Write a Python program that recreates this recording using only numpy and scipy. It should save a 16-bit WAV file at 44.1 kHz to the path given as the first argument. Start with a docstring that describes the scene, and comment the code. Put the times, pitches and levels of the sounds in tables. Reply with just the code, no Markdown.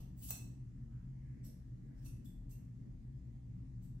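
"""Grooming scissors trim a dog's fur in a small, hard-walled salon.
The blades scrape along each other in short strokes. Once they shut hard, clack and ring;
three much softer clicks come later. A sleeve swishes as the arm moves.
All the while the ventilation hisses softly and keeps the room's low notes rumbling."""
import sys
import numpy as np
from scipy import signal
from scipy.fft import rfft, irfft
from scipy.io import wavfile
from scipy.ndimage import uniform_filter1d

SR = 44100
rng = np.random.default_rng(int(sys.argv[2]) if len(sys.argv) > 2 else 0)


def to_wav(s):
    """Save 16-bit WAV."""
    ch = np.atleast_2d(s).T  # columns
    pcm = np.round(np.clip(ch, -1, 1) * 32767)  # PCM
    wavfile.write(sys.argv[1], SR, pcm.astype(np.int16))


N = 176400
CRACK_S = .0009  # time a clack takes to reach its peak


def amp(db):
    """Turns decibels into a number to multiply by."""
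    return 10 ** (np.asarray(db) / 20)


def unit(x):
    """Scales a signal to an average (rms) level of one."""
    return x / np.sqrt(np.mean(x ** 2) + 1e-30)


def read(points, hz):
    """Reads between the rows of a table, with pitch spaced in octaves."""
    f, value = np.transpose(points)
    return np.interp(np.log(hz + 1), np.log(f + 1), value)


def add(mix, start_s, sound):
    """Mixes a sound in at a given time."""
    part = mix[max(round(start_s * SR), 0):][:len(sound)]
    part += sound[:len(part)]


def colour(x, curve):
    """Turns each pitch up or down by a curve from Hz to dB."""
    return irfft(rfft(x) * amp(curve(np.fft.rfftfreq(x.shape[-1], 1 / SR))), x.shape[-1])


def lean(pair, balance):
    """Tips a stereo sound left or right, pitch by pitch."""
    return colour(pair, lambda f: np.outer([.5, -.5], read(balance, f)))


def bump(f, hz, width_hz):
    """A resonance: a peak of height one around a favoured pitch."""
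    return 1 / (1 + (2 * (f - hz) / width_hz) ** 2)


def blade_stroke(length_s, level_db, swell_db, edge_hz, body_hz, tilt_db, sizzle_db):
    """Edge slips on edge in tiny jerks while hairs snap in clumps; edge and blade colour the noise."""
    # Tone of steel rubbing on steel: pitch_hz, level_db
    rub_tone = [(300, -11.5), (900, -8), (1900, -17.5), (2700, -7.5), (4200, -7.5), (6000, -4.5),
                (7100, -6.5), (7900, -3.5), (8700, 1), (9800, -9), (12300, -1.5), (14000, -23.5),
                (15500, -4)]
    slips_per_s, slip_spread_db, hiss_db = 3400, -1.5, 4.5
    crunch_hz, crunch_db = 173, 2.6
    edge_db, body_db = 12.5, 12
    rise_s, rub_fade_s, sizzle_fade_s = .45 * length_s, .01, .024
    t = np.arange(SR // 4) / SR
    slipping = rng.random(len(t)) < slips_per_s / SR
    slips = slipping * amp(slip_spread_db * np.minimum(rng.exponential(1, len(t)), 4))
    force = unit(slips * rng.choice([-1, 1], len(t))) + amp(hiss_db) * rng.standard_normal(len(t))
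    clumps = colour(rng.standard_normal(len(t)), lambda f: 20 * np.log10(bump(f, crunch_hz, crunch_hz)))
    rub = colour(force * amp(crunch_db * unit(clumps)),
                 lambda f: read(rub_tone, f) + tilt_db * np.log2(f / edge_hz + .1)
                 + edge_db * bump(f, edge_hz, width_hz=1300) + body_db * bump(f, body_hz, width_hz=450))
    rub = unit(rub) * amp(level_db + swell_db * np.minimum(t / length_s, 1))
    # A thin, high ring outlasts the stroke.
    sizzle = colour(force, lambda f: 20 * np.log10(bump(f, hz=14400, width_hz=600)))
    sizzle = unit(sizzle) * amp(sizzle_db)
    rise = np.sin(np.pi / 2 * np.minimum(t / rise_s, 1)) ** 2
    after_s = np.maximum(t - length_s, 0)
    return rise * (rub * np.exp(-after_s / rub_fade_s) + sizzle * np.exp(-after_s / sizzle_fade_s))


def steel_note(hz, ring_s, spread):
    """A note that falls 60 dB in ring_s; it is rough because the two blades differ and touch."""
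    t = np.arange(SR // 2) / SR
    pitches = hz * (1 + spread * rng.triangular(-1, 0, 1, size=12))
    tones = sum(np.sin(2 * np.pi * (f * t + rng.random())) for f in pitches) / np.sqrt(len(pitches))
    return tones * (1 - np.exp(-t / CRACK_S)) * np.exp(-np.log(1000) * t / ring_s)


def blade_ring(force):
    """A push on the blades sets all their notes ringing."""
    # Notes of the blades, cut short by the fingers: pitch_hz, level_db, ring_s
    blade_notes = [(2630, -3, 0.07), (4270, -7.5, 0.047), (5708, -1, 0.11), (6150, -6, 0.03),
                   (7990, 0.5, 0.06), (9130, -1, 0.046), (12100, 7.5, 0.049)]
    ringing = sum(amp(db) * steel_note(hz, ring_s, spread=.025) for hz, db, ring_s in blade_notes)
    return signal.fftconvolve(force, ringing / np.linalg.norm(ringing))[:N]


def vent_rumble():
    """Ventilation keeps the room's low notes going: wavering noise, almost alike in both ears."""
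    # Low notes of the room: pitch_hz, width_hz, level_db
    room_notes = [(39.04, 4, -58), (49, 11, -62), (64.25, 7, -59), (119.1, 9.7, -54), (130.7, 14, -55),
                  (180.4, 8.4, -62.5), (224.86, 4.3, -68), (259.7, 9, -71)]
    side_db = -21.5  # the part that differs between the ears
    out = np.zeros((2, N))
    for hz, width_hz, db in room_notes:
        noise = rng.standard_normal((2, N))
        middle, side = colour(noise, lambda f: -10 * np.log10(1 + ((f - hz) / width_hz * 2) ** 4))
        out += amp(db) * (unit(middle) + amp(side_db) * np.outer([1, -1], unit(side)))
    return out


def vent_air():
    """Moving air makes a dull, slightly patchy noise."""
    # Tone of the air: pitch_hz, level_db
    air_tone = [(20, -37.5), (38, -5), (80, -1), (165, -3), (270, -1.5), (340, -13), (440, -22.5),
                (700, -29.5), (1500, -37.5), (1850, -32.5), (2350, -40.5), (4000, -45), (7000, -43),
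                (10000, -52), (12500, -50), (16000, -95)]
    # How alike the two ears hear it: pitch_hz, likeness (1 = the same)
    ear_likeness = [(60, 0.99), (150, 0.76), (290, 0.56), (600, 0.12), (1400, .1), (15000, 0.092)]
    level_db, patch_db = -59.5, 1.8
    hz = np.fft.rfftfreq(2048, 1 / SR)
    noise = rng.standard_normal((5, N // 512 + 5, len(hz)))  # five grids of time by pitch
    left, separate = noise[0] + 1j * noise[1], noise[2] + 1j * noise[3]
    likeness = np.clip(read(ear_likeness, hz), -1, 1)
    right = likeness * left + np.sqrt(1 - likeness ** 2) * separate
    patches = unit(uniform_filter1d(uniform_filter1d(noise[4], size=10, axis=0), size=20, axis=1))
    grid = np.array([left, right]) * amp(read(air_tone, hz) + patch_db * patches)
    _, air = signal.istft(grid.transpose(0, 2, 1), nperseg=2048, noverlap=1536)
    return amp(level_db) * unit(air[:, :N])


def crack(strength_db):
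    """Steel chatters on steel for a millisecond or two; harder blows are brighter."""
    # Tone of the blow: pitch_hz, level_db
    crack_tone = [(200, -32), (450, -12), (800, -21), (1700, -21), (3500, -20), (6500, -11.5), (7900, -5.5),
                  (11800, -15), (12700, -6), (16000, -5.5)]
    ping_db = 20 + .56 * strength_db  # the top note speaks only under a hard blow
    age = np.arange(SR // 20) / SR / CRACK_S
    burst = rng.standard_normal(len(age)) * age * np.exp(-age)
    burst = colour(burst, lambda f: read(crack_tone, f) + ping_db * bump(f, hz=14800, width_hz=710))
    burst = burst[:len(age) // 2]
    return amp(strength_db) * burst / np.linalg.norm(burst)


def scissors():
    """Scrapes and clacks ring the blades; each clack also leaves a note whose pitch depends on the grip."""
    # Blade strokes: start_s, length_s, level_db, swell_db, edge_hz, body_hz,
    # tilt_db (treble boost per octave), sizzle_db
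    strokes = [(0.0, 0.0037, -44, -30.5, 11900, 5900, -6, -80), (0.148, 0.1, -70, 13, 15800, 7750, 4, -75),
               (0.206, 0.069, -52.5, -1.5, 11260, 2870, 5, -87),
               (0.28, 0.022, -45.5, -4.5, 14600, 8090, 3.5, -64),
               (1.432, 0.0082, -70.5, 0, 8000, 7780, -1, -95),
               (1.433, 0.045, -58, -12.5, 11600, 5540, 1, -84),
               (1.933, 0.11, -82.5, -1, 13300, 5400, -5, -99),
               (2.015, 0.025, -74, -5, 15300, 8500, -2.5, -95),
               (2.039, 0.022, -64.5, 3.5, 11330, 5900, 1, -82),
               (2.241, 0.021, -64.5, -3, 11900, 7670, 2, -82),
               (2.492, 0.009, -66, -1, 12200, 8000, 2.5, -82),
               (2.504, 0.023, -54.5, -18.5, 12050, 6320, 3, -82),
               (3.808, 0.052, -73, -4.5, 11840, 7700, -1.5, -94)]
    # The blades catch or meet their stop: start_s, strength_db, note_hz, note_db
    hits = [(0.3063, -11.5, 2682, -47.5), (2.0615, -35.5, 2670, -62.5), (2.256, -56, 3451, -63.5),
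            (2.521, -49.5, 2710, -64)]
    scrape_ring_db, clack_ring_db = -26.5, -9
    scrapes, clacks, blows = np.zeros((3, N))
    for start_s, *stroke in strokes:
        add(scrapes, start_s, blade_stroke(*stroke))
    for start_s, strength_db, note_hz, note_db in hits:
        add(clacks, start_s, crack(strength_db))
        add(clacks, start_s + CRACK_S, amp(note_db) * steel_note(note_hz, ring_s=.029, spread=.06))
        add(blows, start_s + CRACK_S, amp([strength_db]))
    return scrapes + clacks + blade_ring(amp(scrape_ring_db) * scrapes + amp(clack_ring_db) * blows)


def sleeve():
    """Cloth slides on cloth in soft swells of noise."""
    # Swishes of the sleeve: middle_s, length_s, level_db, pitch_hz
    swishes = [(0.945, 0.2, -86.5, 1430), (1.328, 0.51, -86, 1920), (1.477, 0.12, -76.5, 516),
               (1.92, 0.28, -88.5, 1720)]
    half_width_octaves = .21
    t, out = np.arange(N) / SR, np.zeros(N)
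    for middle_s, length_s, db, hz in swishes:
        cloth = colour(rng.standard_normal(N),
                       lambda f: -10 * np.log10(1 + (np.log2((f + 1) / hz) / half_width_octaves) ** 4))
        swell = np.cos(np.pi * np.clip((t - middle_s) / length_s, -.5, .5))
        out += amp(db) * unit(cloth) * swell
    return out


def salon(sound):
    """Sound arrives directly, then off table and walls, then as an echo tail whose treble dies first."""
    # Time the tail takes to fall 60 dB: pitch_hz, ring_s
    ring_times = [(300, 0.62), (2500, .5), (6000, 0.46), (8500, 0.4), (12000, 0.32), (16000, 0.33)]
    # Tone of the straight path to the listener: pitch_hz, level_db
    direct_tone = [(500, -3), (3000, -0.5), (7000, 1), (11000, -9.5), (14500, 3.5)]
    # Tone of the sound sent into the room: pitch_hz, level_db
    echo_tone = [(6000, 0.5), (12000, 0), (15000, -11)]
    tail_db, early_db, early_per_s = 4, -6.5, 1500
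    first_echo_s, early_fade_s, left_lag_s = .002, .0044, .000047
    t = np.arange(SR) / SR
    hz, when_s, grid = signal.stft(rng.standard_normal((2, SR)), SR, nperseg=256)
    dying = np.exp(-np.log(1000) * when_s / read(ring_times, hz)[:, None])
    tail = signal.istft(grid * dying, SR)[1][:, :SR] * (t > first_echo_s)
    bounces = rng.choice([-1, 1], (2, SR)) * (rng.random((2, SR)) < early_per_s / SR)
    early = bounces * np.exp(-t / early_fade_s) * (t > first_echo_s)
    echoes = (amp(tail_db) * unit(tail) + amp(early_db) * unit(early)) / np.sqrt(SR)
    right = colour(sound, lambda f: read(direct_tone, f))
    delay = np.exp(-2j * np.pi * np.fft.rfftfreq(N, 1 / SR) * left_lag_s)
    left = irfft(rfft(right) * delay, N)
    into_room = colour(sound, lambda f: read(echo_tone, f))
    return np.array([left, right]) + signal.fftconvolve(into_room[None], echoes, axes=1)[:, :N]


def scene():
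    """Scissors and sleeve sound in the room, over the ventilation."""
    # Where scissors and sleeve sit between the ears: pitch_hz, left_minus_right_db
    grooming_balance = [(500, 3.5), (1700, 1), (4500, -4.5), (8000, -3), (15000, 0.5)]
    # Where the ventilation sits: pitch_hz, left_minus_right_db
    vent_balance = [(60, 2.5), (130, 0), (260, 4.5), (500, -1), (4000, -3.5)]
    grooming = lean(salon(scissors() + sleeve()), grooming_balance) * amp(-2.0)
    return grooming + lean(vent_rumble() + vent_air(), vent_balance)


def record(dry):
    """Fades both ends and cuts the very highest treble."""
    fade_s, cut_hz = .006, 15850
    t = np.arange(N) / SR
    faded = dry * np.minimum(np.minimum(t, t[::-1]) / fade_s, 1)
    treble_cut = signal.firwin(511, cut_hz, window=("kaiser", 9), fs=SR)
    return signal.oaconvolve(faded, treble_cut[None], "same")


dry = scene()
out = record(dry)
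to_wav(out)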